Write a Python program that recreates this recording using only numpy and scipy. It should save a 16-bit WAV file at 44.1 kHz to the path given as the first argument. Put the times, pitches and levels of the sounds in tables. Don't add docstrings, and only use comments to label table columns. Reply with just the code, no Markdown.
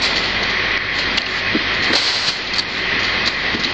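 import sys
import numpy as np
from scipy import signal
from scipy.fft import rfft, irfft, next_fast_len
from scipy.io import wavfile
from scipy.ndimage import uniform_filter1d, map_coordinates

SR = 44100
rng = np.random.default_rng(int(sys.argv[2]) if len(sys.argv) > 2 else 0)


def dump_mix(stems):
    frames = np.atleast_2d(stems).T
    limited = np.clip(frames, -1, 1)
    pcm = np.round(limited * 32767).astype(np.int16)
    wavfile.write(sys.argv[1], SR, pcm)


def gain_from_db(level_db):
    decades = np.asarray(level_db, float) / 20
    return 10 ** decades


N = 164493


def unit(x):
    return x / np.sqrt(np.mean(x ** 2) + 1e-20)


def along(points, hz):
    f, v = np.transpose(points)
    return np.interp(np.log(hz + 1), np.log(f + 1), v)


def curve(rows):
    return np.interp(np.arange(N) / SR, *np.transpose(rows))


def wobble(rate):
    knots = rng.standard_normal(int(N / SR * 60) + 4)
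    return map_coordinates(knots, [np.arange(N) * min(rate, 60) / SR])


def filtered(x, response):
    m = next_fast_len(N + SR // 2)
    hz = np.fft.rfftfreq(m, 1 / SR)
    return irfft(rfft(x, m) * response(hz), m)[..., :N]


def body(x, peaks):
    def response(f):
        total = 0
        for k, (center, width, db) in enumerate(peaks):
            resonance = 1j * f * width / (center ** 2 - f ** 2 + 1j * f * width)
            total = total + (-1) ** k * gain_from_db(db) * resonance
        return total
    return filtered(x, response)


def grit(per_s, spread_db):
    size = gain_from_db(spread_db * np.clip(rng.standard_normal(N), -2, 2))
    return (rng.random(N) < per_s / SR) * rng.choice([-1, 1], N) * size


def ring(hits, modes, rise_s):
    out, t = np.zeros(N + SR), np.arange(SR // 4) / SR
    for start, db, hz in hits:
        tone = 0
        for share, level, t60 in modes:
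            decay = gain_from_db(level + rng.normal(0, 1) - 60 * t / t60)
            tone = tone + decay * np.sin(2 * np.pi * hz * share * t)
        out[round(start * SR):][:len(t)] += gain_from_db(db - 1) * tone * (1 - np.exp(-t / rise_s))
    return out[:N]


# start in seconds, length in seconds, level in dB.
SLIPS = [(0.015, 0.047, -20.5), (0.154, 0.03, -22.5), (0.23, 0.074, -33), (0.428, 0.0047, -21),
         (0.493, 0.019, -29.5), (0.934, 0.079, -31.5), (0.983, 0.0086, -22), (1.17, 0.012, -20.5),
         (1.257, 0.0063, -20.5), (1.29, 0.11, -31.5), (1.736, 0.012, -25.5), (1.821, 0.027, -24),
         (1.93, 0.0097, -21), (2.468, 0.0074, -25.5), (2.532, 0.0039, -23), (2.552, 0.017, -23),
         (2.592, 0.015, -25.5), (2.682, 0.11, -33), (2.989, .02, -28.5), (3.027, 0.028, -27.5),
         (3.255, 0.0092, -20), (3.27, 0.015, -22), (3.539, 0.008, -26), (3.594, 0.008, -22),
         (3.632, 0.0053, -19), (3.646, 0.0074, -25)]
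# time in seconds, level in dB.
DRAG = [
    (1.94, -49),
    (1.955, -7.5),
    (2.0, -13.5),
    (2.15, -14.5),
    (2.2, -19),
    (2.27, -13.5),
    (2.29, -11.5),
    (2.31, -23.5),
    (2.36, -42),
]
# resonance in Hz, width in Hz, level in dB.
ROLLER = [(4440, 790, 15.5), (3300, 4000, -4.5), (7450, 1000, -31.5), (1730, 3500, 4.5), (510, 870, 2.5)]


def rollers():
    rise_s, t60_s = 0.006, 0.049
    t, force = np.arange(N) / SR, np.zeros(N)
    for start, length, db in SLIPS:
        u = t - start
        fade_db = 60 * np.clip(u - length, 0, None) / t60_s
        force = force + gain_from_db(db - fade_db) * np.clip(u / rise_s, 0, 1)
    grains = unit(grit(per_s=2800, spread_db=4))
    hiss = rng.standard_normal(N)
    drag = gain_from_db(curve(DRAG) + 0.9 * wobble(40)) * (hiss + 0.48 * grains)
    slips = force * (grains + 0.74 * hiss)
    return body(slips + drag, ROLLER) / np.std(body(grains, ROLLER))


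# start in seconds, level in dB, pitch in Hz.
THUMPS = [(.14, -27, 199), (.495, -20, 292), (2.28, -13.5, 168), (2.595, -14.5, 378), (2.929, -20, 360),
          (3.27, -16, 315), (3.561, -16, 380), (3.653, -15, 310), (3.665, -16, 330), (3.688, -17, 370),
          (1.549, -3, 300), (1.561, -9, 268), (1.901, -7, 316), (1.932, -9, 530), (1.942, -8, 371),
          (1.948, -8, 710), (3.545, -7, 300), (3.594, -9, 215)]
# share of the pitch, level in dB, 60 dB decay in seconds.
CARTON = [(.5, -14, .07), (.8, -3, .08), (1, 0, .05), (1.4, -4, .04), (2, -10, .03), (3.5, -14, .025)]
# center in Hz, width in Hz, level in dB.
CARTON_BAND = [(380, 600, 0)]


def carton():
    return body(ring(THUMPS, CARTON, rise_s=0.0025), CARTON_BAND)


def cracks(hits):
    t, t60_s, snap_db = np.arange(N) / SR, 0.005, -15
    force = 0
    for start, db, _ in hits:
        force = force + gain_from_db(db + snap_db - 60 * np.clip(t - start, 0, 1) / t60_s) * (t > start)
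    return force * unit(body(rng.standard_normal(N), [(4000, 3500, 0)]))


# start in seconds, level in dB, pitch in Hz.
CLACKS = [(.022, -10, 4370), (.038, -9, 4100), (.06, -9, 4100), (.16, -9, 4030), (.165, -9, 3000),
          (.437, -9, 3900), (.717, -10, 2050), (.724, -10, 2000), (.739, -8, 2000), (.772, -8, 2050),
          (.776, -4, 2150), (1.176, -4, 4400), (1.1788, -5, 2100), (1.18, -4, 3600), (1.182, -6, 2900),
          (1.1845, -4, 3300), (1.2175, -2, 4400), (1.265, -6, 2720), (1.928, -12, 4900), (1.9315, -6, 1830),
          (1.9335, -3, 3900), (1.9345, -6, 1400), (1.952, 0, 4200), (1.955, -1, 4250), (1.965, -2, 4400),
          (1.98, -2, 4600), (2.277, -3, 4500), (2.2835, 0, 4150), (2.287, -3, 2000), (2.292, -1, 4400),
          (2.473, -9, 3900), (2.536, -8, 5000), (2.538, -6, 4300), (2.544, -6, 4300), (2.583, -5, 4570),
          (2.585, -1, 4450), (2.5905, -2, 4650), (2.594, -1, 4670), (2.5965, -1, 4300), (2.6, -2, 4300),
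          (2.606, -4, 4400), (3.26, -9, 3800), (3.2755, -4, 4100), (3.281, -9, 4700), (3.627, -9, 3710),
          (3.646, -1, 4000), (3.65, -9, 4500)]
# share of the pitch, level in dB, 60 dB decay in seconds.
AXLE = [(1, 3, .009), (.87, -6, .009), (.45, -14, .01), (1.3, -12, .005)]
# center in Hz, width in Hz, level in
# dB.
STEEL_BAND = [(3300, 6000, 1)]


def axles():
    return body(ring(CLACKS, AXLE, rise_s=0.0005) + cracks(CLACKS), STEEL_BAND)


GEAR_HZ = 135.9
# time in seconds, level in dB.
LOAD = [(0, 0.5), (.25, -8), (.42, 3), (.55, 2.5), (.75, 6), (.85, 8), (1.15, 1), (1.3, 5.5), (1.7, 2.5),
        (1.9, 6), (2.2, 3), (2.5, -4.5), (2.85, 3.5), (3.07, 5), (3.2, 1), (3.45, 5), (3.6, -4),
        (3.73, -1.5)]
# resonance in Hz, width in Hz, level in dB.
HOUSING = [(1084, 240, -2), (2020, 740, -1.5)]


def gears():
    jitter_s, scatter_db = 0.000095, 3
    teeth = np.arange(1000) / GEAR_HZ
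    chance = rng.standard_normal((len(teeth), 2))
    at = np.round((teeth + jitter_s * chance[:, 0]) * SR).astype(int)
    keep = (at >= 0) & (at < N)
    blows = np.bincount(at[keep], gain_from_db(scatter_db * chance[keep, 1]), N)
    rung = unit(body(body(blows, HOUSING), HOUSING))
    return gain_from_db(-35.5) * rung * gain_from_db(curve(LOAD) + 1.5 * wobble(5))


# multiple of the tooth rate, level in dB.
TOOTH_TONES = [(4, -47), (7, -44), (8, -42), (9, -47), (16, -45), (18, -45)]
# pitch in Hz,
# level in dB, width in Hz.
WHINES = [(97, -40, 16), (200, -42, 12), (376, -40, 6), (1890, -34, 50), (1987, -33, 16), (2040, -33, 22),
          (2090, -35, 18), (2345, -42, 10), (2395, -40, 20), (2444, -36, 14), (2537, -36, 14),
          (3188, -35, 20), (3341, -40, 22), (4190, -38, 40)]


def whines():
    t, shaft_hz = np.arange(N) / SR, 48.6
    hum = gain_from_db(-36 + wobble(1.4)) * np.sin(2 * np.pi * shaft_hz * t)
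    for k, db in TOOTH_TONES:
        hum = hum + gain_from_db(db + 0.5 + 1.6 * wobble(2.2)) * np.sin(2 * np.pi * k * GEAR_HZ * t)
    tones = 0
    for hz, db, width in WHINES:
        tones = tones + gain_from_db(db) * unit(body(rng.standard_normal(N), [(hz, width, 0)]))
    return hum + gain_from_db(0.1 * curve(LOAD)) * tones


# frequency in Hz, level in dB per Hz.
RUSH = [(30, -15), (250, -4.5), (1000, -8.5), (2000, -5.5), (4500, -9), (6000, -27.5), (7400, -54),
        (9000, -45)]
# resonance in Hz, width in Hz, level in dB.
PANELS = [(1920, 516, 17), (4370, 400, -4.5)]


def conveyor():
    z = signal.stft(rng.standard_normal(N + 512), nperseg=512)[2]
    patches = uniform_filter1d(rng.standard_normal(z.shape), 6, 0)
    patches = uniform_filter1d(patches, 10, 1)
    air = signal.istft(z * gain_from_db(1.2 * unit(patches)), nperseg=512)[1][:N]
    rush = unit(filtered(air, lambda hz: gain_from_db(along(RUSH, hz))))
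    rattle = unit(body(body(grit(per_s=970, spread_db=-2.5), PANELS), PANELS))
    rush = gain_from_db(-22 + 0.16 * wobble(13)) * rush
    return rush + gain_from_db(-28.5 + curve(LOAD) + 0.75 * wobble(21)) * rattle


# frequency in Hz, 60 dB decay in seconds.
HALL = [(200, 0.71), (2000, 1), (8000, 0.56)]


def hall(x):
    hz, t, z = signal.stft(rng.standard_normal(SR // 2), SR, nperseg=256)
    decay = gain_from_db(-60 * t / along(HALL, hz)[:, None])
    tail = signal.istft(z * decay, SR, nperseg=256)[1]
    late = np.pad(x, (500, 0))
    return signal.fftconvolve(late, tail / np.linalg.norm(tail))[:N]


def scene():
    scrape, box, steel, motor = rollers(), carton(), axles(), gears()
    wet = hall(0.5 * motor + gain_from_db(-4) * scrape + gain_from_db(-15) * steel + gain_from_db(-16) * box)
    return (motor + whines() + conveyor() + scrape + steel + box + wet)[None]


# start in seconds, top in Hz.
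BANDWIDTH = [(0, 9000), (.085, 7550), (.27, 7050), (.535, 6550), (.72, 6000), (.755, 6550), (.945, 7520),
             (1.04, 6550), (1.135, 7520), (1.23, 6550), (1.27, 7520), (1.415, 6550), (1.715, 7050),
             (1.84, 7550), (1.905, 9000), (2.385, 7050), (2.55, 9000), (2.64, 6000), (2.68, 7520),
             (2.83, 7050), (2.9, 6550), (2.99, 7050), (3.15, 6550), (3.255, 7520), (3.335, 7050),
             (3.455, 6550), (3.51, 7050)]


def treble_gate(x):
    hz, t, z = signal.stft(x, SR, nperseg=2048, noverlap=1536)
    since, tops = np.transpose(BANDWIDTH)
    top = tops[np.searchsorted(since, t, 'right') - 1]
    leak = gain_from_db(-22) * (hz[:, None] > 8300) * (top > 7500)
    gate = np.where(hz[:, None] < top, 1, leak)
    return signal.istft(z * gate, SR, nperseg=2048, noverlap=1536)[1][:, :N]


# start in seconds, depth in dB.
DUCKS = [(0, -5), (0.172, -1.5), (0.775, 7), (1.184, 7), (1.559, 1), (1.944, 7), (1.959, 9.5), (2.103, 8.5),
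         (2.2, 7.5), (2.298, 8.5), (2.594, 7.5), (3.284, 5), (3.553, 3.5), (3.653, 3)]


def gain_control(x):
    drop_s, recover_db_per_s = 0.0089, 22.5
    start, depth = np.array(DUCKS)[:, :1], np.array(DUCKS)[:, 1:]
    u = np.arange(N) / SR - start
    depth_db = np.max((depth - recover_db_per_s * u) * np.clip(u / drop_s, 0, 1), axis=0)
    return x * gain_from_db(-np.clip(depth_db, 0, None))


def top_cut(x):
    return signal.sosfilt(signal.butter(12, 8970, fs=SR, output="sos"), x)


def record(dry):
    x = filtered(dry, lambda hz: 1 / (1 + (hz / 8100) ** 20))
    x = gain_control(x)
    x = x / (1 + np.abs(x / 0.7) ** 5) ** (1 / 5)
    mix = treble_gate(x) + 0.0027
    return top_cut(mix)


dry = scene()
out = record(dry)
dump_mix(out)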